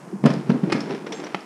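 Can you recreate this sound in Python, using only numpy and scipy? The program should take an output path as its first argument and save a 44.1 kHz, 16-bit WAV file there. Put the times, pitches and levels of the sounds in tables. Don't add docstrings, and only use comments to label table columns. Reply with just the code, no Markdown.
import sys
import numpy as np
from scipy import signal
from scipy.fft import rfft, irfft
from scipy.io import wavfile
from scipy.ndimage import uniform_filter1d, minimum_filter1d

SR = 44100
rng = np.random.default_rng(int(sys.argv[2]) if len(sys.argv) > 2 else 0)


def transcribe(u):
    v = np.clip(np.atleast_2d(u).T, -1, 1)
    q = np.round(v * 32767).astype(np.int16)
    wavfile.write(sys.argv[1], SR, q)


N = 63945
T = np.arange(N) / SR


def from_db(db):
    return 10 ** (np.asarray(db) / 20)


def rms_one(x):
    return x / np.sqrt(np.mean(x ** 2) + 1e-20)


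def colour(x, points, tilt_db=0):
    hz = np.maximum(np.arange(N + 1) * SR / (2 * N), 1)
    point_hz, point_db = np.transpose(points)
    octaves = np.log2(np.clip(hz, 300, 8000) / 1000)
    gain_db = np.interp(np.log(hz), np.log(point_hz), point_db) + tilt_db * octaves
    return irfft(rfft(x, 2 * N) * from_db(gain_db))[:N]


def since(start):
    return np.maximum(T - start, 0)


def swelling(start, swell):
    t = since(start) / swell
    return t * np.exp(1 - t)


def ring(start, modes):
    t = since(start)
    return sum(from_db(db - 60 * t / t60) * np.sin(2 * np.pi * hz * t) for hz, db, t60 in modes)


def grains(rate, spread_db):
    sizes = from_db(spread_db * np.minimum(rng.exponential(1, N), 4))
    struck = rng.random(N) < rate / SR
    return struck * sizes * rng.choice([-1, 1], N)


CONTACT_SPREAD_DB, CONTACT_ATTACK_S = 3.5, 0.00057


def crush(start, decay, spectrum, tilt_db=0):
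    t = since(start)
    envelope = (1 - np.exp(-t / CONTACT_ATTACK_S)) * np.exp(-t / decay)
    contacts = colour(grains(SR / 4, CONTACT_SPREAD_DB), spectrum, tilt_db)
    return rms_one(envelope * contacts) * np.sqrt(np.mean(envelope ** 2))


# (time [s], level [dB], pitch [Hz], swell [s], level of the bench's ring [dB])
BOARD_THUDS = [(0.1272, -26.5, 359, 0.0044, -59), (0.131, -23, 200, 0.011, -48),
               (0.2374, -9, 206.5, 0.0033, -36), (0.2515, -4.5, 224, 0.0047, -20),
               (.2565, -18, 490, 0.0033, -45), (0.303, -13, 220, 0.0036, -50),
               (.364, -24.5, 162, 0.0062, -49), (.494, -8, 208, 0.0043, -30),
               (.516, -12, 237.5, 0.0037, -55), (.541, -15, 254.7, 0.0074, -64),
               (.633, -11.5, 199, 0.00475, -36.5), (0.672, -18.5, 325, 0.0035, -44),
               (.722, -14.5, 340, 0.0052, -35), (.745, -16, 230, .005, -35),
               (0.834, -24.5, 283, 0.0051, -42), (.908, -25, 400.5, 0.012, -60),
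               (1.128, -26.5, 430, .006, -68)]
# (frequency [Hz], level [dB], t60 [s])
BENCH_MODES = [(141.3, 0, 0.58), (159.3, 13, 0.11), (248.8, -3.5, 0.38), (294.6, -5, 0.47), (366, -9, 0.1),
               (529, -7.5, 0.26), (579.3, -6.5, 0.3), (653, -8.5, 0.32), (961, -7, 0.18)]


def thuds():
    out = np.zeros(N)
    for start, db, hz, swell, ring_db in BOARD_THUDS:
        out += from_db(db) * swelling(start, swell) * np.sin(2 * np.pi * hz * since(start))
        modes = [(mode_hz, mode_db + rng.normal(0, 1), t60) for mode_hz, mode_db, t60 in BENCH_MODES]
        out += from_db(ring_db) * ring(start + swell, modes)
    return out


# (time [s], level [dB], tilt [dB per octave], decay [s])
EDGE_KNOCKS = [(0.2388, -19, -.7, 0.011), (.252, -13, -2, 0.0087), (0.2586, -12.5, 0.35, 0.0083),
               (0.272, -23.5, .5, 0.034), (0.303, -27, 5, 0.0059), (0.494, -30.5, 2.5, 0.018),
               (0.5014, -15, -.6, 0.0048), (0.635, -26.5, -1.3, 0.013), (0.699, -23.5, 1.5, 0.0072),
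               (.708, -25.5, -0.5, 0.0083), (0.7214, -15, 6, 0.0024), (0.7242, -15.5, 6.5, 0.0053),
               (.745, -30, 3, 0.028), (.805, -35.5, 10.5, 0.0086), (0.908, -24.5, 2.5, 0.0055),
               (.947, -29.5, 3.2, 0.0071), (1.064, -27.5, 2.5, 0.011), (1.1215, -30, 7, 0.014),
               (1.1995, -30.5, 4.2, 0.006), (1.2388, -28, 4.5, 0.0053), (1.2665, -27.5, 4.5, 0.0052),
               (1.347, -18.5, 3, 0.0037)]
# (frequency [Hz], level [dB])
KNOCK_SPECTRUM = [(130, -7), (400, 11.5), (900, -2), (1600, -7), (2500, -12.5), (3800, -22.5), (5500, -24),
                  (7000, -39), (10300, -48.5), (11700, -69), (15000, -61)]


def knocks():
    return sum(from_db(db) * crush(start, decay, KNOCK_SPECTRUM, tilt_db)
               for start, db, tilt_db, decay in EDGE_KNOCKS)


# (time [s], level [dB], decay [s])
GRIT_SNAPS = [(.238, -41, 0.0018), (.256, -37, .003), (.2595, -29, 0.0028), (.3375, -34, 0.0016)]
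# (frequency [Hz], level [dB])
SNAP_SPECTRUM = [(1000, -17), (5000, 6), (10400, -1), (11600, -20), (15000, -30)]


def snaps():
    return sum(from_db(db) * crush(start, decay, SNAP_SPECTRUM) for start, db, decay in GRIT_SNAPS)


TAP_S, TAP_DB, TAP_CONTACT_S, TAP_LOW_CUT_HZ = 1.3462, -20, 0.00037, 187
# (frequency [Hz], level [dB], t60 [s])
TAP_MODES = [(195, -7, 0.15), (412, 4, 0.015), (860, 8.5, 0.009), (1275, 4, 0.012), (2030, 6.5, 0.017),
             (2520, 4, 0.01), (3060, 0.5, 0.016), (3930, -1, 0.01)]


def tap():
    push = T * np.exp(-T / (TAP_CONTACT_S / 2 / np.pi))
    struck = signal.fftconvolve(ring(TAP_S, TAP_MODES), push / push.sum())[:N]
    low_cut = signal.butter(2, TAP_LOW_CUT_HZ, "high", fs=SR, output="sos")
    return from_db(TAP_DB) * signal.sosfilt(low_cut, struck)


SLIPS_PER_S, SLIP_SPREAD_DB = 1500, 2.0
GRAINS_PER_S, GRAIN_SPREAD_DB = 2600, 4.0
DRONE_DB, DRONE_FADE_DB_PER_S = 0.5, 15
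# (time [s], level of rub and drone [dB], level of the grit [dB])
SLIDE_LEVELS = [(0, -53.5, -55.5), (.08, -42, -56), (0.221, -44, -59.5), (0.278, -31, -37.5),
                (0.358, -30, -41.5), (0.449, -37.5, -49.5), (.55, -26, -46.5), (0.611, -35, -51),
                (.69, -30.5, -44.5), (.77, -27.5, -37), (0.828, -33, -45), (0.928, -27.5, -39.5),
                (1.0, -38, -48.5), (1.08, -33, -50.5), (1.25, -35.5, -42), (1.32, -43.5, -46.5),
                (1.45, -43, -50)]
# (frequency [Hz], level [dB])
RUB_SPECTRUM = [(140, -20), (200, -3.5), (290, -0.5), (440, -2), (540, -15), (900, -16.5), (2000, -34.5),
                (12000, -86)]
DRONE_SPECTRUM = [(100, -34), (145, 9.5), (210, 1), (700, -96)]
GRIT_SPECTRUM = [(200, -18), (600, 3), (1100, 1.5), (2300, -1.5), (3900, -10), (5500, -12), (6800, -25.5),
                 (10200, -30), (11700, -49), (15000, -62)]


def slide():
    time, rub_db, grit_db = np.transpose(SLIDE_LEVELS)
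    slips = grains(SLIPS_PER_S, SLIP_SPREAD_DB)
    drone_gain = from_db(DRONE_DB - DRONE_FADE_DB_PER_S * T)
    rub = rms_one(colour(slips, RUB_SPECTRUM)) + drone_gain * rms_one(colour(slips, DRONE_SPECTRUM))
    grit = rms_one(colour(grains(GRAINS_PER_S, GRAIN_SPREAD_DB), GRIT_SPECTRUM))
    return from_db(np.interp(T, time, rub_db)) * rms_one(rub) + from_db(np.interp(T, time, grit_db)) * grit


CHATTER_DB, CHATTER_HZ = 4, 140


def chatter():
    low_pass = signal.butter(2, CHATTER_HZ, fs=SR, output="sos")
    flutter = signal.sosfilt(low_pass, rng.standard_normal(N))
    return rms_one(from_db(CHATTER_DB * rms_one(flutter)))


# (time [s], level [dB])
TOOL_CLANKS = [(0.2575, -40.5), (.699, -36), (0.7232, -26)]
# (frequency [Hz], level [dB], t60 [s])
TOOL_MODES = [(1290, -8, 0.07), (2144, -.5, 0.11), (2500, -7, 0.1), (3020, -5, 0.05), (4350, -2.5, 0.026),
              (5400, -30, 0.21)]


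def clanks():
    out = np.zeros(N)
    for mode in TOOL_MODES:
        out += chatter() * sum(from_db(db) * ring(start, [mode]) for start, db in TOOL_CLANKS)
    return out


TINK_TWIN_RATIO, TINK_TWIN_DB = 0.95, -5
# (time [s], level [dB], pitch [Hz], t60 [s])
PART_TINKS = [(.272, -43, 5110, 0.14), (0.3381, -34, 5000, 0.021), (.518, -37, 4120, 0.0122),
              (.806, -29.5, 5390, 0.037), (1.125, -31, 3560, 0.03), (1.125, -35, 5800, 0.045),
              (1.246, -37, 5760, 0.028), (1.408, -42, 5280, 0.019)]


def tinks():
    return sum(ring(start, [(hz, db, t60), (hz * TINK_TWIN_RATIO, db + TINK_TWIN_DB, t60)])
               for start, db, hz, t60 in PART_TINKS)


CHIME_S, CHIME_SWELL_S = 1.135, 0.018
# (frequency [Hz], level [dB])
CHIME_MODES = [(6406, -47), (7477, -48)]


def chime():
    tones = sum(from_db(db) * chatter() * np.sin(2 * np.pi * hz * T) for hz, db in CHIME_MODES)
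    return swelling(CHIME_S, CHIME_SWELL_S) * tones


ROOM_T60_S, ROOM_DELAY_S = 0.47, 0.005


def workshop(x):
    echoes = grains(SR / 10, 2) * (T > ROOM_DELAY_S) * from_db(-60 * T / ROOM_T60_S)
    return signal.fftconvolve(x, echoes / np.sqrt(np.sum(echoes ** 2)))[:N]


AIR_DB = -47
# (frequency [Hz], level [dB])
AIR_SPECTRUM = [(30, -13), (130, -18), (250, 7), (500, 1), (1000, 1.5), (2000, -13), (3500, -29),
                (5300, -18), (7000, -18.5), (10300, -22.5), (11500, -30), (15000, -35)]


def air():
    return from_db(AIR_DB) * rms_one(colour(rng.standard_normal(N), AIR_SPECTRUM))


BRIGHT_ROOM_DB, THUD_ROOM_DB = -10, -12.5


def scene():
    near = thuds() + tap()
    bright = knocks() + snaps() + clanks() + tinks() + chime()
    room = workshop(from_db(BRIGHT_ROOM_DB) * bright + from_db(THUD_ROOM_DB) * near)
    return (near + bright + room + slide() + air())[None]


PEAK_LIMIT, LIMITER_SAMPLES, CUTOFF_HZ = 0.92, 300, 15800
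# (frequency [Hz], level [dB])
MICROPHONE_BASS = [(25, -21.5), (100, -12), (120, -16), (136, 0.5)]


def record(dry):
    x = colour(dry[0], MICROPHONE_BASS)
    gain = minimum_filter1d(PEAK_LIMIT / np.maximum(np.abs(x), PEAK_LIMIT), size=LIMITER_SAMPLES)
    x = x * uniform_filter1d(gain, size=LIMITER_SAMPLES)
    return signal.sosfilt(signal.cheby2(14, 70, CUTOFF_HZ, fs=SR, output="sos"), x)[None]


dry = scene()
out = record(dry)
transcribe(out)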